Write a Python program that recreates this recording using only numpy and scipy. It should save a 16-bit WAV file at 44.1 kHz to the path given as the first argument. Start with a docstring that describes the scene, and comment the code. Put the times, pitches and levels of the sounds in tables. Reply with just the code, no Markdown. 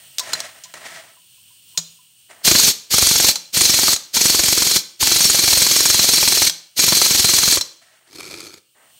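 """An air impact wrench hammers in bursts on a seized bolt of an engine block in a workshop.
First the socket knocks and scrapes on the iron amid faint hollow taps; the level of a background hiss shifts.
Six trigger pulls follow: exhaust air roars, and each blow thuds into the iron and rattles the socket.
Socket knocks fall between pulls; then the unloaded motor creeps round, and a last dull scrape ends it.
Shaped noise makes the air; random grains drive ringing resonances for the steel, iron and housing."""
import sys
import numpy as np
from scipy import signal
from scipy.fft import rfft, irfft
from scipy.io import wavfile

SR = 44100
rng = np.random.default_rng(int(sys.argv[2]) if len(sys.argv) > 2 else 0)


def invert_db(x):
    """Field ratio 10**(x/20) for x, a level in decibels (scalar or array-like)."""
    u = np.asarray(x, float) / 20
    return 10 ** u


def waveform_to_disk(signal):
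    """Save audio, clipped to [-1, 1], as 16-bit WAV at the path in sys.argv[1]."""
    frames = np.transpose(np.atleast_2d(signal))
    scaled = np.clip(frames, -1, 1) * 32767
    samples = np.round(scaled).astype(np.int16)
    wavfile.write(sys.argv[1], SR, samples)


N = 396459

# colour of the background hiss, like leaking air: (frequency [Hz], relative density [dB])
HISS_SPECTRUM = [(24, -60.5), (40, -33.5), (109, -10), (162, -12), (200, -19), (500, -28.5), (2100, -26),
                 (2930, -5), (3850, -16.5), (4370, -12), (4830, -18), (5330, -16.5), (7200, -16.5),
                 (9010, -6), (10500, -25), (15600, -11.5)]
# slow course of the background hiss as heard: (time [s], level [dB])
HISS_LEVEL = [(0, -44.5), (.6, -47.5), (1.2, -49.5), (1.7, -46), (2.1, -50), (2.9, -53), (5, -53.5),
              (6.7, -57.5), (8.65, -60.5), (8.8, -56), (8.99, -48.5)]
# how long the workshop rings: (frequency [Hz], time to fall by 60 dB [s])
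SHOP_T60 = [(100, 0.29), (700, 0.51), (5000, 0.46), (13000, 0.32)]
# faint hollow taps: (time [s], relative level [dB])
TAPS = [(0.201, -21), (0.649, -37.5), (1.165, -44), (1.372, -59), (1.5, -58), (1.742, -45), (1.982, -48)]
# strokes of sliding and shuffling, each a curve: (time [s], relative level [dB], brightness [0-1])
SCRAPE_STROKES = [
    [(0, -57, 0.7), (.17, -63, 0.7), (.2, -44, 0.7), (.33, -37, 0.77), (.45, -36.5, 0.87), (.55, -52, .55),
     (.73, -57, 1)],
    [(.74, -38.5, 0.7), (.8, -46, 0.4), (.86, -38.5, 0.7), (.95, -40, 0.9), (1.05, -47.5, 0.6),
     (1.25, -77, .45)],
    [(2.28, -83, .45), (2.3, -48.5, 0.44), (2.44, -55, 0)],
    [(7.81, -68.5, 0.4), (7.825, -51.5, 0.97), (7.9, -60.5, 0.86), (8.1, -61, 0.3)],
    [(8.745, -72, 0.07), (8.762, -56, 0), (8.88, -58.5, 0.09), (8.99, -69, 0.2)],
]
# colour of dull sliding: (frequency [Hz], relative density [dB])
DULL_SCRAPE = [(120, -43), (200, -13), (488, -8.5), (572, -6.5), (660, -4), (2010, -11), (4910, -31),
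               (9000, -11.5), (11700, -51.5), (19800, -120)]
# colour of bright sliding: (frequency [Hz], relative density [dB])
BRIGHT_SCRAPE = [(59, -48.5), (100, -10.5), (224, -15), (513, -23.5), (634, 0.5), (910, -17.5), (1870, 0),
                 (2630, -5.5), (8110, -10.5), (16000, -29)]
# resonances of the cast iron under a scrape: (frequency [Hz], width [Hz], relative level [dB])
IRON_MODES = [(653, 40, -3), (1060, 68, -11.5), (1314, 18, -0.5), (1540, 33, -4), (1877, 160, -4),
              (2250, 31, -6)]
# swell and fade of the unloaded motor: (time [s], relative level [dB])
CREEP_LEVEL = [(8.07, -61), (8.12, -45), (8.17, -35), (8.3, -35), (8.44, -36), (8.5, -41.5), (8.58, -48),
               (8.62, -68)]
# harder catches of the creeping motor: (time [s], relative level [dB])
CATCHES = [(8.1274, -36), (8.153, -30), (8.2018, -23.5), (8.2741, -29), (8.338, -28), (8.4002, -26.5),
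           (8.4658, -31), (8.537, -28), (8.5744, -36)]
# resonances of the tool housing: (frequency [Hz], width [Hz], relative level [dB])
HOUSING_MODES = [(346.3, 80, -0.5), (1343, 120, -6.5), (2370, 166, -6), (3770, 69, -9), (4320, 83, -8),
                 (5600, 99, -21), (6200, 42, -9), (6760, 33, -8), (7600, 70, -13)]
# loose socket knocks:
# (time [s], relative level [dB], middle [dB to drive], thump [dB to drive], 60 dB die-away [s])
KNOCKS = [(0.184, -3.5, -29, -62, 0.021), (0.195, -7.5, -23.5, -60, 0.041), (0.333, -5, -16, -46, 0.033),
          (0.403, -10, -18, -46, 0.021), (0.637, -25.5, -35, -45, 0.082), (0.739, -25.5, -9, -38, 0.025),
          (1.775, -5, -23, -34.5, 0.064), (3.357, -8, -19, -45, 0.04), (3.962, -8.5, -19.5, -51, 0.03),
          (4.79, -15.5, -30.5, -46, 0.037), (6.497, -2.5, -22.5, -47, 0.026),
          (7.611, -4.5, -24, -51, 0.027)]
# resonances of socket, anvil and housing: (frequency [Hz], width [Hz], relative level [dB])
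STEEL_MODES = [(3300, 93, -8), (3536, 95, -8.5), (4100, 46, 5), (4493, 63, 1), (5110, 86, -12),
               (5480, 29, 6.5), (5935, 26, 3), (6260, 77, 2), (6710, 90, 0.5), (7680, 210, -5),
               (7930, 100, -3), (8400, 70, -2.5), (8830, 290, -3.5)]
# trigger pulls: (air on [s], valve opening time [s], air off [s], relative exhaust level [dB])
PULLS = [(2.43, 0.025, 2.703, -12), (2.892, 0.03, 3.307, -13.5), (3.521, 0.027, 3.934, -14.5),
         (4.125, 0.026, 4.78, -15), (4.987, 0.027, 6.478, -14.5), (6.753, 0.034, 7.562, -15)]
# colour of the exhaust roar: (frequency [Hz], relative density [dB])
EXHAUST_SPECTRUM = [(35, -36), (60, -19.5), (344, -13.5), (522, -16.5), (1240, -20), (3860, -5), (4340, 2),
                    (4870, -3.5), (6600, -4), (9140, -12.5), (10000, -13), (12400, -8), (15600, -15)]
# hammering in each pull, slowing as the hose pressure sags, before jitter:
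# (first blow [s], last blow [s], growth from gap to gap [ms])
HAMMERING = [(2.474, 2.679, 1.52), (2.939, 3.285, 0.17), (3.566, 3.928, 0.95), (4.164, 4.759, 0.17),
             (5.024, 6.466, .08), (6.793, 7.572, 0.25)]
# hammer blows in each pull: (count)
BLOWS_IN_PULL = [6, 9, 9, 14, 32, 18]


def rms_one(x):
    """Scale to unit rms."""
    return x / np.sqrt(np.mean(x ** 2) + 1e-20)


def in_time(rows, s):
    """Columns of a curve at times s."""
    at, *columns = np.transpose(rows)
    return [np.interp(s, at, column) for column in columns]


def at_hz(points, hz):
    """A table read on a log-frequency axis."""
    table_hz, values = np.transpose(points)
    return np.interp(np.log(hz + 1), np.log(table_hz), values)


def coloured(spectrum):
    """Noise with a given spectrum, rms 1."""
    hz = np.fft.rfftfreq(N, 1 / SR)
    white = rng.standard_normal(N)
    return rms_one(irfft(rfft(white) * invert_db(at_hz(spectrum, hz)), N))


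def drift(rate):
    """Random wander: normal steps of spread 1, rate per second, joined by straight lines."""
    steps = rng.standard_normal(int(N / SR * rate) + 2)
    return np.interp(np.arange(N) * rate / SR, np.arange(len(steps)), steps)


def band(x, low_hz, high_hz):
    """Causal band-pass."""
    edges = [low_hz, min(high_hz, SR / 2.1)]
    sos = signal.butter(2, edges, "band", fs=SR, output="sos")
    return signal.sosfilt(sos, x + 1e-18)


def resonance(x, hz, width_hz):
    """Two-pole resonance with gain 1 on top."""
    r = np.exp(-np.pi * width_hz / SR)
    zeros = np.array([1, 0, -1]) * (1 - r * r) / 2
    poles = [1, -2 * r * np.cos(2 * np.pi * hz / SR), r * r]
    return signal.lfilter(zeros, poles, x + 1e-18)


def grains(per_s, spread_db):
    """Random clicks of uneven size, rms 1."""
    sizes = invert_db(spread_db * np.minimum(rng.exponential(1, N), 4))
    signs = rng.choice([-1, 1], N)
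    return rms_one(sizes * signs * (rng.random(N) < per_s / SR))


def since(times):
    """Index of the latest event and seconds gone since it."""
    s = np.arange(N) / SR
    last = np.searchsorted(times, s, "right") - 1
    latest = np.maximum(last, 0)
    return latest, np.where(last < 0, 99, s - times[latest])      # 99 s: long silent


def body(drive, modes, last, vary_db):
    """Every event strikes each resonance with a strength of its own; signs alternate."""
    strengths = invert_db(vary_db * rng.standard_normal((last.max() + 1, len(modes))))
    out = np.zeros(N)
    for k, (hz, width_hz, db) in enumerate(modes):
        out += (-1) ** k * invert_db(db) * resonance(drive * strengths[last, k], hz, width_hz)
    return out


def background_hiss():
    """Background hiss, like leaking air: coloured noise following a level curve with a slight flutter."""
    level_db, = in_time(HISS_LEVEL, np.arange(N) / SR)
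    return coloured(HISS_SPECTRUM) * invert_db(level_db + 1.0 * drift(14))


def shop(x):
    """Diffuse reverberation: octave bands of noise, each dying at its own rate."""
    s = np.arange(SR) / SR
    edges = 60 * 2. ** np.arange(9)
    tail = np.zeros(SR)
    for low, high in zip(edges, edges[1:]):
        t60 = at_hz(SHOP_T60, np.sqrt(low * high))
        tail += band(rng.standard_normal(SR), low, high) * invert_db(-60 * s / t60)
    tail *= s > .006      # nothing returns in the first 6 ms
    return signal.fftconvolve(x, tail / np.sqrt(np.sum(tail ** 2)))[:N]


def pings():
    """Small soft taps: short swells of noise ring one narrow hollow resonance."""
    hollow_hz, touch_s = 1007, 0.0094
    times, level_db = np.transpose(TAPS)
    last, age = since(times)
    swell = np.sin(np.pi * np.minimum(age / touch_s, 1))
    touch = rng.standard_normal(N) * invert_db(level_db[last] + 24.5) * swell
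    return resonance(resonance(touch, hollow_hz, 300), hollow_hz, 24)


def scrapes():
    """Rough surfaces slide: grainy noise, duller or brighter, ringing the iron."""
    grit_db, ring_db = -2, -5
    s, out = np.arange(N) / SR, np.zeros(N)
    patch = (s * 12).astype(int)      # the iron rings with new mode strengths 12 times a second
    ring = body(grains(1500, 3.0), IRON_MODES, patch, vary_db=2.5)
    layers = coloured(DULL_SCRAPE), coloured(BRIGHT_SCRAPE), ring
    # equal strength in the middle range
    dull, bright, ring = [layer / band(layer, 400, 2500).std() for layer in layers]
    for rows in SCRAPE_STROKES:
        level_db, brightness = in_time(rows, s)
        brightness = np.clip(brightness, 0, 1)
        grit = np.sqrt(1 - brightness) * dull + np.sqrt(brightness) * bright
        sliding = (s > rows[0][0]) * (s < rows[-1][0])
        out += invert_db(level_db) * (invert_db(grit_db) * grit + invert_db(ring_db) * ring) * sliding
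    return out * invert_db(1.8 * drift(160) + 2.0 * drift(40))


def creep():
    """The rotor turns slowly without load: uneven vane slaps ring the housing."""
    vanes_per_s, catch_s = 96, 0.0088      # the vane rate wanders around this
    s = np.arange(N) / SR
    turn = np.cumsum(vanes_per_s * invert_db(1.4 * drift(60))) / SR
    level_db, = in_time(CREEP_LEVEL, s)
    turning = (s > CREEP_LEVEL[0][0]) * (s < CREEP_LEVEL[-1][0])
    vanes = (0.45 + np.sin(np.pi * turn) ** 4) * invert_db(level_db + 2.0 * drift(90)) * turning

    times, catch_db = np.transpose(CATCHES)
    last, age = since(times)
    catches = invert_db(catch_db[last] - 7) * np.sin(np.pi * np.minimum(age / catch_s, 1))

    drive = grains(9000, 2.1) * (vanes + catches)
    slap = (np.clip(s - 8, 0, 1) * 40).astype(int)      # from 8 s on, new mode strengths 40 times a second
    ringing = invert_db(13.0) * body(drive, HOUSING_MODES, slap, vary_db=1.0)
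    wide = invert_db(-4.5) * band(drive, 230, 10000)
    low = invert_db(2.0) * band(drive, 89, 320)
    high = invert_db(-2.5) * band(drive, 2990, 5570)
    return ringing + wide + low + high


def knocks():
    """The socket clacks on the bolt or drops back on the anvil: a crack, a dying ring and a thump."""
    times, level_db, middle_db, thump_db, die_s = np.transpose(KNOCKS)
    last, age = since(times)
    drive = grains(9700, 3.3) * invert_db(level_db[last] - 60 * age / np.maximum(die_s[last], .005))
    # the first contact is one sharp crack, decaying within a fraction of a millisecond
    crack = band(invert_db(level_db[last] + 7.5) * np.exp(-age / .0001), 3000, 14000)
    ringing = invert_db(0.5) * body(drive + invert_db(7.5) * crack, STEEL_MODES, last, vary_db=4.0)
    clatter = band(drive, 3420, 7840) + invert_db(-13.5) * band(drive, 8300, 16000)
    middle = invert_db(12.5) * band(drive * invert_db(middle_db[last]), 600, 2500)
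    push = np.abs(drive) * invert_db(thump_db[last])      # the push goes one way
    thump = invert_db(38.5) * resonance(band(push, 130, 340), 165, 6.5)
    return ringing + crack + clatter + middle + thump


def blows():
    """Times and strengths of the hammer blows; before jitter, gaps grow evenly through each pull."""
    thud_db, thud_spread_db, rattle_db, rattle_spread_db = -20, 1.5, -12, 1
    fast_gap_s, fast_thud_db_per_ms = 0.0422, 1.64      # a hammer quicker than this thuds harder
    jitter_s, ms = .0015, .001
    times, gaps = [], []
    for (first, last, longer_ms), count in zip(HAMMERING, BLOWS_IN_PULL):
        k = np.arange(count)
        even = first + (last - first) * k / k[-1]
        run = even - longer_ms * ms * k * (k[-1] - k) / 2
        times.append(run)
        gaps.append(np.gradient(run))
    times, gaps = np.concatenate(times), np.concatenate(gaps)
    chance = rng.standard_normal((len(times), 3))
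    haste_ms = np.maximum(fast_gap_s - gaps, 0) / ms
    thuds_db = thud_db + thud_spread_db * chance[:, 0] + fast_thud_db_per_ms * haste_ms
    rattles_db = rattle_db + rattle_spread_db * chance[:, 1]
    return times + jitter_s * chance[:, 2], thuds_db, rattles_db


def exhaust_flow(age):
    """Air let through by the trigger valve, dipping after each hammer blow."""
    bleed_db_per_s = 697
    s, flow_db = np.arange(N) / SR, np.full(N, -120.)
    for on, rise, off, db in PULLS:      # the valve opens gradually; pressure bleeds away after release
        opening_db = -45 * np.clip(1 - (s - on) / rise, 0, 2) ** 1.76
        bleed_db = bleed_db_per_s * np.maximum(s - off, 0)
        flow_db = np.maximum(flow_db, db + opening_db - bleed_db)
    # the rotor stalls after a blow, then regains speed
    stall = 1 - 0.37 * np.exp(-((age - .017) / 0.0075) ** 2)
    return invert_db(flow_db + 1.85 * drift(150)) * stall


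def wrench():
    """Hammering tool: exhaust noise, grains rattling the steel and one push per blow for the thud."""
    times, thud_db, rattle_db = blows()
    last, age = since(times)
    flow = exhaust_flow(age)
    air = flow * coloured(EXHAUST_SPECTRUM) * invert_db(-0.5)

    # hammer and anvil rebound for a dozen ms
    rebound = np.exp(-(age / 0.016) ** 3) * (1 - .5 * np.exp(-age / 0.0048))
    chatter = invert_db(rattle_db[last]) * (rebound + 0.77 * np.exp(-age / 0.0012))
    drive = grains(6000, 3.9) * (chatter + invert_db(-5.0) * flow)
    steel = invert_db(9.0) * body(drive, STEEL_MODES, last, vary_db=2.0)
    # many small modes blur together
    clatter = invert_db(-9.5) * band(drive, 1700, 8800) + invert_db(-7.0) * band(drive, 4340, 8870)
    clatter += invert_db(-20) * band(drive, 10500, 16000)

    push = age / 0.0016 * np.exp(-age / 0.0029) + 0.5 * np.exp(-age / 0.0023)
    jolts = grains(6000, 0.89) * invert_db(thud_db[last]) * push
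    thud = invert_db(17.0) * band(jolts, 47, 308) + invert_db(12) * band(jolts, 170, 2400)

    # the low housing modes hum along
    housing = invert_db(-3.5) * body(drive + invert_db(16.5) * jolts, HOUSING_MODES[:3], last, vary_db=0.5)
    housing += invert_db(-2) * resonance(drive, 2334, 80)
    return air + steel + clatter + thud + housing


def scene():
    """Tool, knocks and taps with their room echo, plus dry scrapes and hiss, in narrow stereo."""
    near = wrench() + knocks() + creep() + pings()
    mid = near + invert_db(-16.5) * shop(near) + scrapes() + background_hiss()
    # two close microphone ports differ only around their two resonances
    late = np.roll(mid, shift=4)
    low_side = invert_db(-19.5) * band(band(late, 1500, 2500), 1000, 3000)
    side = low_side + invert_db(-15.0) * band(late, 8840, 10340)
    return np.array([mid + side, mid - side])


def low_pass(x):
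    """Removes everything above the highest recorded frequency."""
    return signal.sosfilt(signal.butter(12, 16990, fs=SR, output="sos"), x)


def record(dry):
    """Peaks are rounded softly, then the top is cut steeply above 15750 Hz."""
    rounded = 1.109 * np.tanh(dry / 1.081)
    cut = signal.ellip(10, .5, 80, 15750, fs=SR, output="sos")
    mix = signal.sosfilt(cut, rounded)
    return low_pass(mix)


dry = scene()
out = record(dry)
waveform_to_disk(out)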